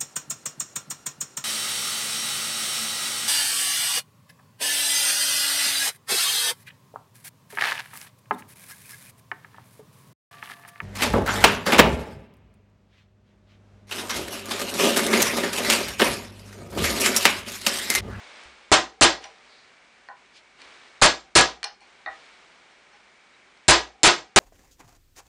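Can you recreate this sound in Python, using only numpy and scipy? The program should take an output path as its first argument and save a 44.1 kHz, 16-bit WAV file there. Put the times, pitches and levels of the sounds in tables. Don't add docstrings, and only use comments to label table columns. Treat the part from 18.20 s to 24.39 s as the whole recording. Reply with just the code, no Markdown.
import sys
import numpy as np
from scipy import signal
from scipy.fft import rfft, irfft, next_fast_len
from scipy.io import wavfile
from scipy.ndimage import uniform_filter1d

SR = 44100
rng = np.random.default_rng(int(sys.argv[2]) if len(sys.argv) > 2 else 0)


def output_pcm(signal):
    pcm = np.clip(np.atleast_2d(signal).T, -1, 1) * 32767
    wavfile.write(sys.argv[1], SR, np.round(pcm).astype(np.int16))


def ratio(d):
    e = np.asarray(d, float) / 20
    return 10 ** e


N = 272979

# (frequency [Hz], density [dB per Hz])
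AIR_SPECTRUM = [(150, -41), (250, -14.5), (312, -17), (569, -11.5), (769, -10.5), (1050, -11), (1570, -9),
                (1720, -10), (2250, -10), (2720, -13), (8110, -27), (11000, -40.5), (14200, -71.5),
                (22000, -120)]
# (frequency [Hz], width [Hz], level [dB])
FAN_WHISTLE = (2260, 220, -9)
# (frequency [Hz], density [dB per Hz])
HUM_SPECTRUM = [(12, -54), (20, -29), (49, -1.5), (87, -10.5), (242, 0), (264, -10), (400, 0), (520, -29),
                (880, -120)]
# (frequency [Hz], density [dB per Hz])
SLEEVE_SPECTRUM = [(180, -46), (300, -12), (344, -2.5), (457, -2.5), (618, -2), (3940, -1.5), (8880, -21),
                   (9720, -26.5), (11000, -52), (14200, -76.5), (22000, -120)]
# (start [s], level [dB], hold [s], fade [dB per s])
ARM_MOVES = [
    (-.1, -48, 0.34, 62.5),
    (.33, -59, .2, 32.5),
    (0.99, -52.5, 0.057, 37),
    (1.195, -59.5, .15, 16.5),
    (2.372, -51, .19, 38.5),
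    (2.6, -60, .2, 18),
    (3.64, -61, 0.16, 11),
    (3.873, -53.5, .15, 18.5),
]
# (time [s], level [dB], frequency [Hz])
BENCH_BUMPS = [
    (0.256, -53.5, 65),
    (2.459, -68, 61.8),
    (3.88, -61, 59),
]
# (frequency [Hz], t60 [s])
ROOM_T60 = [(60, 0.2), (160, 0.32), (420, 0.25), (1100, 0.24), (2900, 0.23), (6000, 0.25), (8500, 0.11),
            (10500, 0.12)]

# (time [s], peak [dB], crack centre [Hz], ring [dB], room [dB])
TOUCHES = [(0.2364, -42, 8200, -30, -6), (2.061, -47, 4150, -24, -10), (2.4178, -29, 2300, -27, -4),
           (3.4304, -13.5, 2120, -31, -3.5), (3.4315, -33, 4200, -9, -12), (3.4417, -13, 4200, -18.5, -2),
           (3.4445, -26, 4400, -10, -2), (3.6064, -54, 4300, -13, 15.5), (4.5094, -52, 2300, -12, 4),
           (4.7257, -47, 2510, -13.5, 12), (5.3742, -47.5, 3480, -22, -6)]
# (frequency [Hz], level [dB], t60 [s])
TOUCH_MODES = [(427, -15, 0.057), (725, -18.5, 0.055), (830, -7.5, 0.054), (1040, -15, 0.054),
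               (2270, 1, 0.015), (2398, 0.5, 0.033), (3190, -34, 0.071), (4280, 10, 0.023),
               (4340, -22, 0.11), (5365, -13, 0.19), (5590, -10.5, 0.1), (6000, -8, 0.099),
               (7560, -0.5, 0.0082), (8800, 3.5, 0.016)]
# (time [s], peak [dB], crack centre [Hz], ring [dB], room [dB])
KNOCKS = [
    (3.861, -23.5, 1500, -14, 3),
    (3.871, -36.5, 1500, -13, -23),
]
# (frequency [Hz], level [dB], t60 [s])
KNOCK_MODES = [(330, -21, 0.23), (470, -23, 0.22), (630, -12, 0.045), (787, -0.5, 0.041),
               (1000, -20, 0.074), (1118, -10, 0.073), (1260, 0.5, 0.044), (1500, -13, 0.026),
               (1740, -14, 0.45), (1822, -0.5, 0.16), (1930, 7.5, 0.057), (2400, -15, 0.11),
               (3700, -2, 0.026), (4300, -2, 0.014)]
# (time [s], peak [dB], crack centre [Hz], ring [dB], room [dB])
SET_DOWN = [
    (1.887, -34, 1780, -6, 0.52),
]
# (frequency [Hz], level [dB], t60 [s])
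SET_DOWN_MODES = [(480, -15, 0.076), (820, -8, 0.066), (996, 4.5, 0.031), (1100, -11, .08),
                  (1500, 3.5, 0.028), (1860, 9.5, 0.024), (4300, 0, 0.013)]
# (time [s], peak [dB], crack centre [Hz], ring [dB], room [dB])
REBOUND = [
    (1.0409, -30, 3300, -17, 2.8),
]
# (frequency [Hz], level [dB], t60 [s])
REBOUND_MODES = [(640, -11, .12), (800, -9, .14), (990, -9, .12), (2150, -5, .05), (3020, -2, .1),
                 (3600, -5, .05), (4300, -7, .1), (5000, -5, .12), (5780, 3, .1), (7400, -3, .04)]

# (time [s], strength [dB], punch ring [dB], punch travel to pin [ms], rattle length [ms])
BLOWS = [
    (0.5168, -1, 3, .1, 14),
    (.8101, 1.5, 2.5, 3.5, 21),
    (2.8152, 2.5, 4, 3.5, 20),
    (3.1528, 2.5, 4, 4.2, 20),
    (5.4814, 3, 5.5, 3.1, 20),
    (5.8324, 1, 7.5, 5.5, 33),
    (6.1608, 4, 0, .1, 24),
]
# (frequency [Hz], level [dB], t60 [s])
PUNCH_MODES = [(7375, -12, .035), (7362, -26.5, .26), (7405, -26, .23), (4320, -23, .15), (4190, -25, .11),
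               (5140, -25, .13), (5385, -31, .25), (3685, -28, .15), (6480, -31, .27), (1690, -24, .02),
               (8200, -24, .008)]
# (frequency [Hz], level [dB], t60 [s])
HINGE_MODES = [(318, -20.5, .16), (357.1, -14.5, 0.091), (394.5, -18.5, 0.061), (624.6, -23, 0.18),
               (678, -23.5, 0.27), (782, -17, 0.15), (807.5, -22, 0.18), (1031, -21, 0.26),
               (1231, -18.5, 0.19), (1307, -19, 0.11), (1652, -21, 0.11), (1981, -22, .16),
               (2172, -26.5, 0.12)]
# (frequency [Hz], density [dB per Hz])
BOOM_SPECTRUM = [(18, -58), (30, -22), (64, -10.5), (98, -25), (169, -12.5), (206, -24.5), (321, -6),
                 (401, -2.5), (442, -6.5), (999, -1.5), (1080, -2.5), (4080, -6), (7570, -15), (11000, -57),
                 (14200, -89), (22000, -120)]
# (frequency [Hz], level [dB], t60 [s])
CLANG_MODES = [(357, -1, .1), (640, 0, .1), (775, 1, .12), (1024, 0, .1), (1303, 0, .1), (1680, 1, .13),
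               (1934, 2, .14), (2175, -3, .1), (3678, -1, .1), (4335, 3, .12), (4593, -1, .1),
               (5135, 0, .12), (5385, 0, .15), (7387, 5, .15)]
# (frequency [Hz], level [dB], t60 [s])
VISE_HUM_MODES = [(314, -47, .5), (454, -50, 1), (647, -49.5, 0.45), (773, -43.5, 1), (1042, -48.5, 0.37)]

# (time [s], half length [s], level [dB], centre [Hz], width [octaves])
SLIDES = [
    (1.045, 0.019, -46.5, 2010, 1.4),
    (3.445, 0.0019, -32, 2990, 2.7),
]
# (time [s], half length [s], level [dB], centre [Hz], width [octaves])
BRUSHES = [
    (1.36, 0.08, -59.5, 4300, 0.35),
    (2.17, 0.019, -51.5, 3500, 1.2),
    (2.417, 0.03, -56, 2520, 1.5),
    (5.148, 0.01, -65, 3800, 0.096),
]


def at_hz(points, hz):
    points_hz, values = np.transpose(points)
    return np.interp(np.log(hz), np.log(points_hz), values)


def rms_one(x):
    return x / np.sqrt(np.mean(x ** 2) + 1e-20)


def coloured(spectrum):
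    size = next_fast_len(N)
    hz = np.arange(1, size // 2 + 2) * SR / size
    white = rfft(rng.standard_normal(size))
    return rms_one(irfft(white * ratio(at_hz(spectrum, hz)), size)[:N])


def band(x, centre_hz, octaves):
    half_octaves = np.array([-.5, .5]) * np.clip(octaves, .05, 5)
    edges_hz = np.clip(centre_hz * 2 ** half_octaves, 20, 11000)
    return signal.sosfilt(signal.butter(2, edges_hz, "band", fs=SR, output="sos"), x)


def ring(clicks, hz, t60_s):
    r = ratio(-60 / (t60_s * SR))
    w = 2 * np.pi * hz / SR
    return signal.lfilter([0, np.sin(w)], [1, -2 * r * np.cos(w), r * r], clicks + 1e-18)


def struck(times_s, levels_db, modes, spread_db, size=N):
    out = np.zeros(size)
    luck = rng.standard_normal((len(times_s), 2, len(modes)))
    at = (np.asarray(times_s) * SR).astype(int)
    for k, (hz, mode_db, t60_s) in enumerate(modes):
        strength = ratio(levels_db + mode_db + spread_db * luck[:, 0, k])
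        clicks = np.zeros(size)
        clicks[at] = strength * np.sign(luck[:, 1, k])
        out += ring(clicks, hz, t60_s)
    return out


def loose(x, length_s):
    span = int(length_s * SR)
    throb = uniform_filter1d(rng.standard_normal(len(x)), size=span)
    return x * rms_one(uniform_filter1d(throb, size=span))


def room_response(spectrum, build_s, hold_s=0):
    t = np.arange(SR // 2) / SR
    out = np.zeros(len(t))
    edges_hz = 25 * 2 ** np.arange(0, 9.1, 1 / 3)
    white = rng.standard_normal((2, SR * 2 // 3))
    for k, (low, high) in enumerate(zip(edges_hz, edges_hz[1:])):
        third_octave = signal.butter(2, [low, high], "band", fs=SR, output="sos")
        noise = signal.sosfilt(third_octave, white[k % 2])[-len(t):]
        hz = np.sqrt(low * high)
        decay_db = 60 * np.maximum(t - hold_s, 0) / at_hz(ROOM_T60, hz)
        out += noise * ratio(at_hz(spectrum, hz) - decay_db)
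    out = out * (1 - np.exp(-t / build_s))
    return out / np.sqrt(np.sum(out ** 2))


def movement():
    attack_s = 0.039
    t, power = np.arange(N) / SR, 0
    for s, level_db, hold_s, fade_db_per_s in ARM_MOVES:
        rise = np.clip((t - s) / attack_s, 0, 1)
        fade_db = fade_db_per_s * np.maximum(t - s - hold_s, 0)
        power = power + (rise * ratio(level_db - fade_db)) ** 2
    return np.sqrt(power)


def ducking(loud):
    depth_db, from_db, release_db_per_s = 4, -49, 116
    level_db = 10 * np.log10(uniform_filter1d(loud ** 2, size=400) + 1e-12)
    ramp_db = release_db_per_s * np.arange(N) / SR
    held_db = np.maximum.accumulate(level_db + ramp_db) - ramp_db
    return ratio(-np.clip(held_db - from_db, 0, depth_db))


def background(duck):
    air_db, swish_db, cloth_db, hum_db = -57.5, -2, -4.5, -71
    moving = movement()
    fan_hz, width_hz, whistle_db = FAN_WHISTLE
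    whistle = rms_one(ring(rng.standard_normal(N), fan_hz, 5.2 / width_hz))
    air_level = np.hypot(ratio(air_db) * duck, ratio(swish_db) * moving)
    air = air_level * (coloured(AIR_SPECTRUM) + ratio(whistle_db) * whistle)
    fibres = ratio(1.5 * rms_one(uniform_filter1d(rng.standard_normal(N), size=300)))
    sleeve = ratio(cloth_db) * moving * coloured(SLEEVE_SPECTRUM) * fibres
    bumps = np.zeros(N)
    for s, level_db, hz in BENCH_BUMPS:
        bumps += struck([s], level_db, [(hz, 0, .35), (1.6 * hz, -5, .15)], spread_db=0)
    return air + ratio(hum_db) * coloured(HUM_SPECTRUM) + sleeve + bumps


def taps(rows, modes, room):
    out = np.zeros(N)
    t = np.arange(len(room)) / SR
    middle_hz = np.sqrt(modes[0][0] * modes[-1][0])
    for s, peak_db, crack_hz, ring_db, room_db in rows:
        burst = rng.standard_normal(len(t)) * np.exp(-t / 0.001)
        crack = ratio(peak_db + 2.0) * band(burst, crack_hz, octaves=1.26)
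        rings = struck([0], peak_db + ring_db, modes, spread_db=1, size=len(t))
        rings = band(rings, middle_hz, octaves=4)
        rings = 1.3 * rings + 0.66 * loose(rings, 0.0069)
        echo = signal.fftconvolve(crack + .5 * rings, room)[:len(room)]
        sound = crack + rings + ratio(room_db) * echo
        start = int(s * SR)
        out[start:start + len(room)] += sound[:N - start]
    return out


def hammer():
    thump_db, crash_db, face_db, clang_db = -7, 22.5, -14.5, -50
    hit_s, strength_db, ring_db, travel_ms, rattle_ms = np.transpose(BLOWS)
    seated_s = hit_s + np.abs(travel_ms) / 1000
    punch = struck(hit_s, ring_db, PUNCH_MODES, spread_db=2)
    punch = punch + .5 * loose(punch, .006)
    hinge = struck(seated_s, strength_db, HINGE_MODES, spread_db=3.5)
    # (frequency [Hz], level [dB], t60 [s])
    bench_modes = [(45.34, -31.5, 0.1), (58.6, -28.5, 0.39), (117, -24.0, 0.09)]
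    thump = struck(seated_s, strength_db + thump_db, bench_modes, spread_db=3.0)
    boom = np.zeros(N + SR)
    for hit, seat, level_db, length_ms in zip(hit_s, seated_s, strength_db, rattle_ms):
        chatter = room_response(BOOM_SPECTRUM, build_s=0.0063, hold_s=length_ms / 1000)
        crash = ratio(level_db + crash_db) * chatter
        boom[int(seat * SR):][:len(crash)] += crash
        boom[int(hit * SR):][:len(crash)] += ratio(face_db) * crash
    boom = boom[:N]
    clang = sum(ratio(clang_db + mode_db) * ring(boom, hz, t60_s) for hz, mode_db, t60_s in CLANG_MODES)
    drone = loose(struck(seated_s, strength_db, VISE_HUM_MODES, spread_db=4.5), 0.0096)
    return punch + hinge + boom + clang + thump + drone


def brushes(rows, ring_db):
    out, t = np.zeros(N), np.arange(-SR // 4, SR // 4) / SR
    for s, half_s, level_db, centre_hz, octaves in rows:
        friction = rng.standard_normal(len(t)) * rng.exponential(1, len(t))
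        swell = ratio(level_db) * np.exp(-.5 * (t / half_s) ** 2)
        sound = swell * rms_one(band(friction, centre_hz, octaves))
        for hz, mode_db, t60_s in TOUCH_MODES:
            sound += ratio(ring_db + mode_db - 24.5) * ring(swell * friction, hz, t60_s)
        out[int((s + t[0]) * SR):][:len(t)] += sound
    return out


def scene():
    # (frequency [Hz], density [dB per Hz])
    wall_spectrum = [(100, -19.0), (700, 12.0), (4000, -6.5), (10000, -9.0)]
    walls = room_response(wall_spectrum, build_s=0.0074)
    small = taps(TOUCHES, TOUCH_MODES, walls) + taps(KNOCKS, KNOCK_MODES, walls)
    small += taps(SET_DOWN, SET_DOWN_MODES, walls) + taps(REBOUND, REBOUND_MODES, walls)
    work = hammer() + small + brushes(SLIDES, ring_db=-16) + brushes(BRUSHES, ring_db=-38)
    return (work + background(ducking(work)))[None]


def top_cut(x):
    return signal.sosfilt(signal.butter(12, 11110, fs=SR, output="sos"), x)


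def record(dry):
    held, top, limiter_s, lowpass_hz = .36, .72, 0.0037, 11200
    pole = np.exp(-1 / (limiter_s * SR))
    level = np.sqrt(signal.lfilter([1 - pole], [1, -pole], dry ** 2))
    limited = dry / (1 + (level / held) ** 8) ** .125
    rounded = limited / (1 + (limited / top) ** 4) ** .25
    flipped = np.repeat(np.abs(limited[:, ::2]) > 2.1 * held, 2, axis=1)[:, :N]
    wrapped = np.where(flipped, -rounded, rounded)
    lowpass = signal.cheby2(8, 30, lowpass_hz, fs=SR, output="sos")
    smooth = signal.sosfiltfilt(lowpass, wrapped)
    return top_cut(np.clip(smooth, -1, 1))


dry = scene()
out = record(dry)
output_pcm(out)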